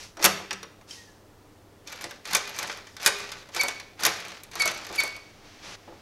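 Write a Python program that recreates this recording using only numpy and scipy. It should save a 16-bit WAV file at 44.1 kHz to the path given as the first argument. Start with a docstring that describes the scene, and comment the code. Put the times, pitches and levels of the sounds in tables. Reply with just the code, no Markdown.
"""Close by in a small hard-walled room, a hand pulls a door off its latch: the bolt rattles on the frame,
then the door swings open with a light ping and a faint falling whine. The steel knob is twisted again
and again: the spindle scrapes, the spring ticks, and three times the latch snaps home, ringing the knob
and knocking the door. Three of the later turns squeak as dry steel sticks and slips. Last, skin slides
over the door and bumps it softly. Still air and a faint mains hum lie under it all."""
import sys
import numpy as np
from scipy import signal
from scipy.fft import rfft, irfft, next_fast_len
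from scipy.io import wavfile
from scipy.ndimage import uniform_filter1d

SR = 44100
rng = np.random.default_rng(int(sys.argv[2]) if len(sys.argv) > 2 else 0)


def put_to_file(sound):
    """Save the sound as 16-bit audio at rate SR, in the file named by the first command-line argument."""
    columns = np.atleast_2d(sound).T  # one column per channel
    safe = np.clip(columns, -1, 1)
    whole_steps = np.round(safe * 32767)
    wavfile.write(sys.argv[1], SR, whole_steps.astype(np.int16))


N = 265173
TIME = np.arange(N) / SR
BAND_EDGES = np.geomspace(18, 16300, 33)
BAND_HZ = np.sqrt(BAND_EDGES[1:] * BAND_EDGES[:-1])

# tone colour of a clack in the lockset: f/Hz, level/dB
LOCK_COLOUR = [(70, -11), (245, -26.5), (320, -2), (400, 0.5), (700, 3), (1200, 3.5), (1800, 4.5),
               (2300, 3), (2900, -1), (4200, 2.5), (6100, 4), (8500, -4.5), (11700, -1.5), (15000, -30)]
# how fast a clack dies away: f/Hz, t60/s
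CLACK_T60 = [(100, 0.02), (500, 0.12), (1500, 0.11), (4000, 0.063), (7000, 0.039), (13000, 0.02)]
# ring of the open door leaf (lowest two), the hollow knob and its rose: f/Hz, level/dB, t60/s
KNOB_MODES = [(167, -52.5, 0.95), (407, -34.5, 0.55), (1191.5, -28.5, 0.35), (1529, -20, 0.15),
              (2194, -33, 0.15), (2317, -14.5, 0.1), (2450, -17, 0.13), (2530, -28, 0.12),
              (3553, -21.5, 0.15), (3970, -45.5, 0.11), (4500, -33, 0.11), (6060, -14, 0.04),
              (6310, -19, 0.045), (10800, -20, .05), (11900, -41, .08)]
# the sprung latch snapping home: t/s, level/dB, catch level/dB, rebound delay/s, rebound level/dB
LATCH_SNAPS = [(2.349, -9.5, -19, 0.018, -26), (3.0612, -7.5, -33.5, .013, -17.5),
               (4.0511, -11, -18.5, .0127, -19.5)]
# loose parts clicking in the lockset: t/s, level/dB, extra treble/dB, extra door knock/dB
LOOSE_CLICKS = [(1.8737, -31, -12, -22), (1.9249, -31.5, -2, -10), (2.0104, -33, 5, -2),
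                (2.0407, -29.5, 3, -2), (2.1088, -35.5, 1, 5), (2.254, -26.5, -10, -22),
                (2.5875, -20, -4, -9), (2.6286, -31, 10, 7.5), (2.6963, -28, -22, 4), (2.773, -39.5, 1, 10),
                (2.8695, -42, -7, 3), (2.9663, -32.5, -9, -12), (3.03, -29.5, 6, 0), (3.0507, -29, 5, -5),
                (3.318, -32, 7, -13), (3.4887, -43, -4, 4), (3.5475, -29.5, 7, 2), (3.5636, -24.5, 3, 3),
                (3.6337, -27.5, 14, 8), (3.683, -21.5, -0.5, -2.5), (3.7981, -32.5, -4, -5),
                (4.007, -37.5, 10, 16), (4.434, -39, 13.5, -32), (4.514, -36.5, -2, -12),
                (4.5542, -33, 8, 9.5), (4.5975, -28, 5, 1), (4.656, -28, 16.5, 11), (4.676, -19.5, 1.5, -6),
                (4.926, -36.5, 8, 6), (4.958, -34.5, 14, 0), (5.0352, -31, 15, 12.5), (5.164, -40, 5, 7.5)]
# the bolt knocking on the frame: t/s, level/dB, extra treble/dB, extra door knock/dB
BOLT_KNOCKS = [(.1696, -36, -10, 2), (.193, -36, -25, 4), (.2255, -18.5, -10, 0.5), (.2325, -15, -12, -16),
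               (.2422, -6.5, -3, -5), (.2495, -8, 4.5, 3.5), (.2575, -13, 6, 7.5), (.5078, -19.5, -18, -2),
               (.529, -22, -14, -23), (.6295, -34, -7, 5), (.812, -49.5, -13, 11)]
# tone colour of a knock on the frame: f/Hz, level/dB
FRAME_COLOUR = [(70, -23.5), (130, -20), (245, -18), (310, -4.5), (550, -2), (800, 1.5), (1150, 5),
                (1500, 1.5), (1950, 5), (3200, -0.5), (4400, 0), (5800, 6), (8500, -0.5), (11700, 4.5),
                (15000, -26)]
# ring of the door leaf against its frame: f/Hz, level/dB, t60/s
FRAME_MODES = [(87.2, -43.5, 0.76), (161.6, -43, 0.86), (192.5, -39, 0.5), (305.4, -30.5, 0.25),
               (385.7, -27, 0.15), (500, -34.5, 0.11), (619, -41, .2), (883, -31.5, 0.15),
               (1020, -31, 0.12), (1225, -24.5, 0.081), (1385, -31, .12), (1992, -26.5, .12),
               (2410, -27, 0.072), (5710, -19, .09), (5730, -16.5, 0.13)]

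# twists of the knob: start/s, stop/s, scrape level at the stop/dB, drag time/s
TWISTS = [(0.202, 0.281, -38, 0.042), (1.874, 1.885, -45.5, 0.17), (2.259, 2.347, -30, 0.26),
          (2.56, 2.627, -33.5, 0.1), (2.999, 3.063, -31, .265), (3.535, 3.571, -31, 0.14),
          (3.992, 4.059, -25.5, 0.25), (4.535, 4.679, -31.5, 0.22), (4.894, 5.016, -36.5, 0.062)]
DRAG_DB = -42   # the spindle dragging while the knob is held
# tone colour of the spindle's scrape: f/Hz, level/dB
SCRAPE_COLOUR = [(20, -34.5), (100, -7.5), (300, -4.5), (700, 0.5), (1500, 3.5), (2000, 3), (2350, 4),
                 (2900, -0.5), (4500, 0.5), (6300, -3), (8500, -15), (12000, -19), (15000, -34)]
# the return spring's ring on each tick: f/Hz, level/dB, t60/s
SPRING_MODES = [(2335, -14, .1), (6250, -10.5, .03), (11600, -16, .035)]
# dry steel sticking and slipping: t/s, time to break loose/s, f/Hz, level/dB
SQUEAKS = [(3.590, .021, 2245, -20), (4.598, 0.022, 2220, -19), (4.978, .0245, 2240, -19)]
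# a squeak's harmonics, from the fundamental up: level/dB
SQUEAK_PARTIALS = [-0.5, -3.5, -21, -22, -12.5, -30]
# the swinging door's falling whine: t/s, f/Hz, level/dB
DOOR_WHINE = [(.94, 1970, -82), (.98, 1890, -55), (1.02, 1870, -53), (1.045, 1810, -82),
              (1.09, 1720, -55.5), (1.139, 1624, -85)]
# ring of lightly touched metal: f/Hz, level/dB, t60/s
PING_MODES = [(2500, -49, 0.038), (3090, -34, .03), (3250, -39, .03), (4900, -45, 0.25), (5500, -35, .04),
              (7460, -42, .02)]

# soft bumps of hand and door leaf: t/s, level/dB
BUMPS = [(0.17, -43), (.195, -37), (0.397, -39.5), (2.04, -41), (3.636, -37.5), (4.062, -29.5),
         (4.899, -36), (5.873, -43), (5.919, -48.5)]
# tone colour of a thud on wood: f/Hz, level/dB
THUD_COLOUR = [(80, -15), (240, -12.5), (320, -1.5), (450, -5.5), (750, -3), (1200, -12), (2500, -24),
               (8000, -48)]
# the hand sliding: t/s, length/s, fade/s, level/dB, treble tilt/dB
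HAND_SLIDES = [(-.04, 0.08, 0.041, -37.5, 1), (0.87, 0.064, 0.091, -50, 13.5), (2.84, 0.11, .02, -56, 4.5),
               (5.198, .81, 0.02, -62, -14.5), (5.416, .2, .03, -61, -11.5),
               (5.615, 0.14, 0.0027, -39.5, -5.5)]
# tone colour of sliding skin: f/Hz, level/dB
SKIN_COLOUR = [(100, -4), (350, -7.5), (700, -3), (1100, -4), (2300, -1), (3500, -2), (6000, 0),
               (8000, -11), (11500, -15.5), (15000, -35)]

# tone colour of the early reflections: f/Hz, level/dB
EARLY_COLOUR = [(100, -5.5), (500, -2.5), (1200, -16.5), (3000, -11.5), (6000, -17), (8500, -13),
                (15000, -26)]
# tone colour of the reverb tail: f/Hz, level/dB
TAIL_COLOUR = [(100, -6.5), (500, -5.5), (2000, -7.5), (6000, -10.5), (8000, -15), (12000, -19.5),
               (16000, -34.5)]
# decay of the reverb tail: f/Hz, t60/s
TAIL_T60 = [(100, 0.76), (1000, 0.48), (3500, 0.63), (7000, 0.42), (14000, 0.38)]
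# tone colour of still air: f/Hz, level/dB
AIR_COLOUR = [(8, -26), (24, -2), (45, -15.5), (80, -7), (135, -11), (300, -11), (450, -11.5), (1000, -18),
              (2500, -27.5), (6000, -31), (9000, -35.5), (16000, -38.5)]
# partials of the mains hum: f/Hz, level/dB
HUM_PARTIALS = [(99.5, -60), (301, -64), (400, -66.5)]
# the hum's fader ride: t/s, gain/dB
HUM_RIDE = [(0, -4), (1.85, -1.5), (1.9, -4.5), (6, -4)]


def latch():
    """The latch snaps home, squeaks break loose and loose parts click; every hit rings the knob."""
    hits = []   # t/s, level/dB, extra treble/dB, extra door knock/dB
    for s, db, catch_db, rebound_s, rebound_db in LATCH_SNAPS:
        hits.append((s - 0.017, catch_db, 3, -10))   # the catch lets go with a thin click
        hits.append((s, db, 3, -11))   # the latch hits its stop
        hits.append((s + rebound_s, rebound_db, 13, 3))   # a sharp rebound knocks the door
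    hits += [(s + stuck_s, -20, 3.5, -9) for s, stuck_s, _, _ in SQUEAKS]
    return clacks(hits + LOOSE_CLICKS, LOCK_COLOUR, KNOB_MODES,
                  treble_hz=7570, door_hz=1390, vary_db=2.5, seat_s=0.00028, t60_scale=1.0)


def bolt():
    """The bolt rattles on the frame as the door is pulled free."""
    return clacks(BOLT_KNOCKS, FRAME_COLOUR, FRAME_MODES,
                  treble_hz=7230, door_hz=1420, vary_db=2.0, seat_s=0.00038, t60_scale=0.82)


def clacks(hits, colour, modes, treble_hz, door_hz, vary_db, seat_s, t60_scale):
    """Each hit builds as loose parts seat, then leaves a dense short ring and a few longer modes."""
    t = TIME[:SR // 8]
    bands = noise_bands(SR // 2)
    envelopes = dying(t60_scale * at_hz(CLACK_T60), t) * (1 - np.exp(-t / seat_s))
    treble_shelf = 1 / (1 + (treble_hz / BAND_HZ) ** 6)   # a sharp edge adds bite
    door_shelf = 1 / (1 + (BAND_HZ / door_hz) ** 2)   # a knock into the wood adds body
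    rings = struck(modes, count=len(hits), vary_db=4.0)
    out = np.zeros(N)
    for (s, db, treble_db, door_db), ring in zip(hits, rings):
        band_db = at_hz(colour) + treble_db * treble_shelf + door_db * door_shelf
        band_db += vary_db * rng.standard_normal(len(BAND_HZ))
        start = rng.integers(bands.shape[1] - len(t))
        add(out, s, from_db(db + band_db) @ (bands[:, start:start + len(t)] * envelopes))
        add(out, s, from_db(db) * ring)
    return out


def struck(modes, count, vary_db):
    """One ring per hit; the modes' strengths and signs depend on where it lands."""
    hz, db, t60 = np.transpose(modes)
    t = TIME[:SR // 3]
    chance = rng.standard_normal((count, 2, len(hz)))
    gains = from_db(db + vary_db * chance[:, 0]) * np.sign(chance[:, 1])
    return gains @ (np.sin(2 * np.pi * hz[:, None] * t) * dying(t60, t))


def spindle(jerks_per_s, spread_db, slip_s, wander_db):
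    """The turning spindle slips in tiny jerks, each a short rasp; its brightness wanders slowly."""
    sizes = from_db(spread_db * np.minimum(rng.exponential(1, N), 4))
    jerks = sizes * (rng.random(N) < jerks_per_s / SR)
    power = signal.lfilter([1], [1, -np.exp(-1 / (slip_s * SR))], jerks ** 2 + 1e-18)
    graze = rms_one(uniform_filter1d(rng.standard_normal(N), size=1200))
    rasp = tilted(coloured(SCRAPE_COLOUR), wander_db * graze, pivot_hz=2470)
    return from_db(scrape_db(TIME)) * rms_one(np.sqrt(power)) * rms_one(rasp)


def scrape_db(t):
    """The scrape follows the spring's wind-up to the stop, sinks to a steady drag and dies away."""
    attack, fall, release = 904, 171, 106   # dB/s
    twists = []
    for start, stop, db, drag_s in TWISTS:
        winding = np.interp(t, [start, stop], [-44, db]) - attack * np.maximum(start - t, 0)
        held = np.maximum(db - fall * (t - stop), min(db, DRAG_DB))
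        held -= release * np.maximum(t - stop - drag_s, 0)
        twists.append(np.where(t < stop, winding, held))
    return np.max(twists, axis=0)


def spring(ticks_per_twist):
    """The return spring ticks at random in each twist, louder where the spindle scrapes harder."""
    times = np.concatenate([rng.uniform(start, stop + drag_s, ticks_per_twist)
                            for start, stop, _, drag_s in TWISTS])
    softness, dullness, thinness = rng.standard_normal((len(times), 3)).T
    db = -38 + 0.473 * (scrape_db(times) - DRAG_DB) - 2 * softness
    ticks = list(zip(times, db, -4.5 * dullness, -8 - 4.5 * thinness))
    return clacks(ticks, LOCK_COLOUR, SPRING_MODES,
                  treble_hz=7400, door_hz=1320, vary_db=2.0, seat_s=0.00026, t60_scale=0.94)


def squeaks():
    """Dry steel starts sharp, swells as its pitch settles and sags, breaks loose and lingers softly."""
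    attack_s, break_s, linger_s, release_s, linger_db = 0.015, 0.0071, 0.049, 0.0097, -11
    sharp_hz, settle_s, sag_hz_per_s = 188, 0.00576, 215
    out, t = np.zeros(N), TIME[:SR // 8]
    for s, stuck_s, hz, db in SQUEAKS:
        pitch = hz + sharp_hz * np.exp(-t / settle_s) - sag_hz_per_s * t
        loose = np.clip((t - stuck_s) / break_s, 0, 1)
        fade = np.clip(np.minimum(t / attack_s, 1 - (t - stuck_s - linger_s) / release_s), 0, 1)
        add(out, s, fade * stick_slip(pitch, db + linger_db * loose))
    return out


def stick_slip(hz, db, jitter=0.0047, waver_db=1.6, full_tone_db=-16.0, darkening=0.97):
    """A slightly unsteady friction tone; the softer it is, the fewer overtones it keeps."""
    wobble, waver = rms_one(uniform_filter1d(rng.standard_normal((2, SR)), size=90))[:, :len(hz)]
    phase = 2 * np.pi * np.cumsum(hz * (1 + jitter * wobble)) / SR
    db_per_octave = darkening * np.minimum(db - full_tone_db, 0)
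    tone = sum(from_db(partial_db + db_per_octave * np.log2(k)) * np.sin(k * phase)
               for k, partial_db in enumerate(SQUEAK_PARTIALS, 1))
    return np.sqrt(2) * from_db(db + waver_db * waver) * tone


def knob_rim(squeal, hz, t60, gain_db):
    """The knob's thin rim rings on when a squeak's overtone comes close to its pitch."""
    t = TIME[:SR // 2]
    ring = np.sin(2 * np.pi * hz * t) * dying(np.array([t60]), t)[0]
    return from_db(gain_db) * signal.fftconvolve(squeal, ring)[:N]


def door_whine():
    """Friction sings a faint falling note as the door swings open."""
    out, t = np.zeros(N), np.arange(DOOR_WHINE[0][0], DOOR_WHINE[-1][0], 1 / SR)
    add(out, t[0], stick_slip(*in_time(DOOR_WHINE, t)))
    return out


def ping(at_s):
    """One light touch of metal rings briefly."""
    out = np.zeros(N)
    add(out, at_s, struck(PING_MODES, count=1, vary_db=1.0)[0])
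    return out


def bumps(attack_s, decay_s):
    """A soft push on the wood gives a dull thud with a blunt attack."""
    envelope, t = np.zeros(N), TIME[:SR // 5]
    shape = np.minimum(t / attack_s, np.exp(-(t - attack_s) / decay_s))
    for s, db in BUMPS:
        add(envelope, s, from_db(db) * shape)
    return envelope * rms_one(coloured(THUD_COLOUR))


def hand(attack_s):
    """Skin sliding on a smooth surface hisses, brighter on steel than on paint."""
    hiss, out = coloured(SKIN_COLOUR), 0
    for s, length_s, fade_s, db, tilt_db in HAND_SLIDES:
        attack = np.clip((TIME - s) / attack_s, 0, 1)
        release = np.exp(-np.maximum(TIME - s - length_s, 0) / fade_s)
        out += from_db(db) * attack * release * tilted(hiss, tilt_db, pivot_hz=2980)
    return out


def room(send, early_t60, onset_s):
    """Near walls slap back at once; a diffuse tail follows and hangs longest in the bass."""
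    t, response = TIME[:SR], 0
    for colour, t60 in ((EARLY_COLOUR, np.full(len(BAND_HZ), early_t60)), (TAIL_COLOUR, at_hz(TAIL_T60))):
        shape = dying(t60, t) * (1 - np.exp(-(t / onset_s) ** 2))
        shape /= np.linalg.norm(shape, axis=1, keepdims=True)
        response += from_db(at_hz(colour)) @ (noise_bands(len(t)) * shape)
    return signal.fftconvolve(send, response)[:N]


def room_tone(air_db):
    """A bed of still air and faint mains hum."""
    hum = sum(from_db(db) * np.sqrt(2) * np.sin(2 * np.pi * (hz * TIME + rng.random()))
              for hz, db in HUM_PARTIALS)
    return from_db(air_db) * rms_one(coloured(AIR_COLOUR)) + hum * from_db(in_time(HUM_RIDE)[0])


def noise_bands(size):
    """White noise in roughly third-octave bands; neighbours are unrelated."""
    white = rng.standard_normal((2, size + SR // 4))
    bands = [signal.sosfilt(signal.butter(2, edges, "band", fs=SR, output="sos"), white[k % 2])
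             for k, edges in enumerate(zip(BAND_EDGES, BAND_EDGES[1:]))]
    return np.array(bands)[:, -size:]


def coloured(colour):
    """White noise through an EQ curve."""
    size = next_fast_len(N, real=True)
    hz = np.maximum(np.arange(size // 2 + 1) * SR / size, 1)
    return irfft(rfft(rng.standard_normal(size)) * from_db(at_hz(colour, hz)), size)[:N]


def tilted(x, tilt_db, pivot_hz):
    """Tilt EQ: treble up and bass down by the same amount."""
    bass = signal.sosfilt(signal.butter(1, pivot_hz, fs=SR, output="sos"), x)
    return bass * from_db(-tilt_db) + (x - bass) * from_db(tilt_db)


def from_db(db):
    """Decibels to gain."""
    return 10 ** (np.asarray(db) / 20)


def rms_one(x):
    """Scale to unit power."""
    return x / np.sqrt(np.mean(x ** 2) + 1e-20)


def in_time(rows, t=TIME):
    """One automation curve per column, in straight ramps."""
    times, *columns = np.transpose(rows)
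    return [np.interp(t, times, column) for column in columns]


def at_hz(points, hz=BAND_HZ):
    """Read a curve on a log-frequency axis."""
    f, value = np.transpose(points)
    return np.interp(np.log(hz), np.log(f), value)


def dying(t60, t):
    """One exponential decay for each t60."""
    return np.exp(-np.log(1000) * t / np.maximum(t60, 1e-3)[:, None])


def add(track, s, sound):
    """Mix a sound in at s seconds."""
    start = max(round(s * SR), 0)
    track[start:start + len(sound)] += sound[:max(N - start, 0)]


def scene():
    """Clatter and squeaks feed the room; the rim, the hand's rustle and the room tone stay dry."""
    bed = hand(attack_s=0.039) + room_tone(air_db=-55)
    squeal = squeaks() + door_whine()
    scrape = spindle(jerks_per_s=550, spread_db=3.0, slip_s=0.0026, wander_db=2.0)
    clatter = bolt() + latch() + spring(ticks_per_twist=7) + scrape
    clatter += ping(at_s=0.9095) + bumps(attack_s=0.0065, decay_s=0.022)
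    reverb = room(clatter + from_db(-2.5) * squeal, early_t60=0.15, onset_s=0.0036)
    rim = knob_rim(squeal, hz=4485, t60=0.55, gain_db=-60)
    return (clatter + squeal + rim + reverb + bed)[None]


def record(dry):
    """Soft clipping rounds the peaks; a steep low-pass trims the very top."""
    return signal.sosfilt(signal.ellip(10, .1, 80, 15750, fs=SR, output="sos"), np.tanh(dry))


dry = scene()
out = record(dry)
put_to_file(out)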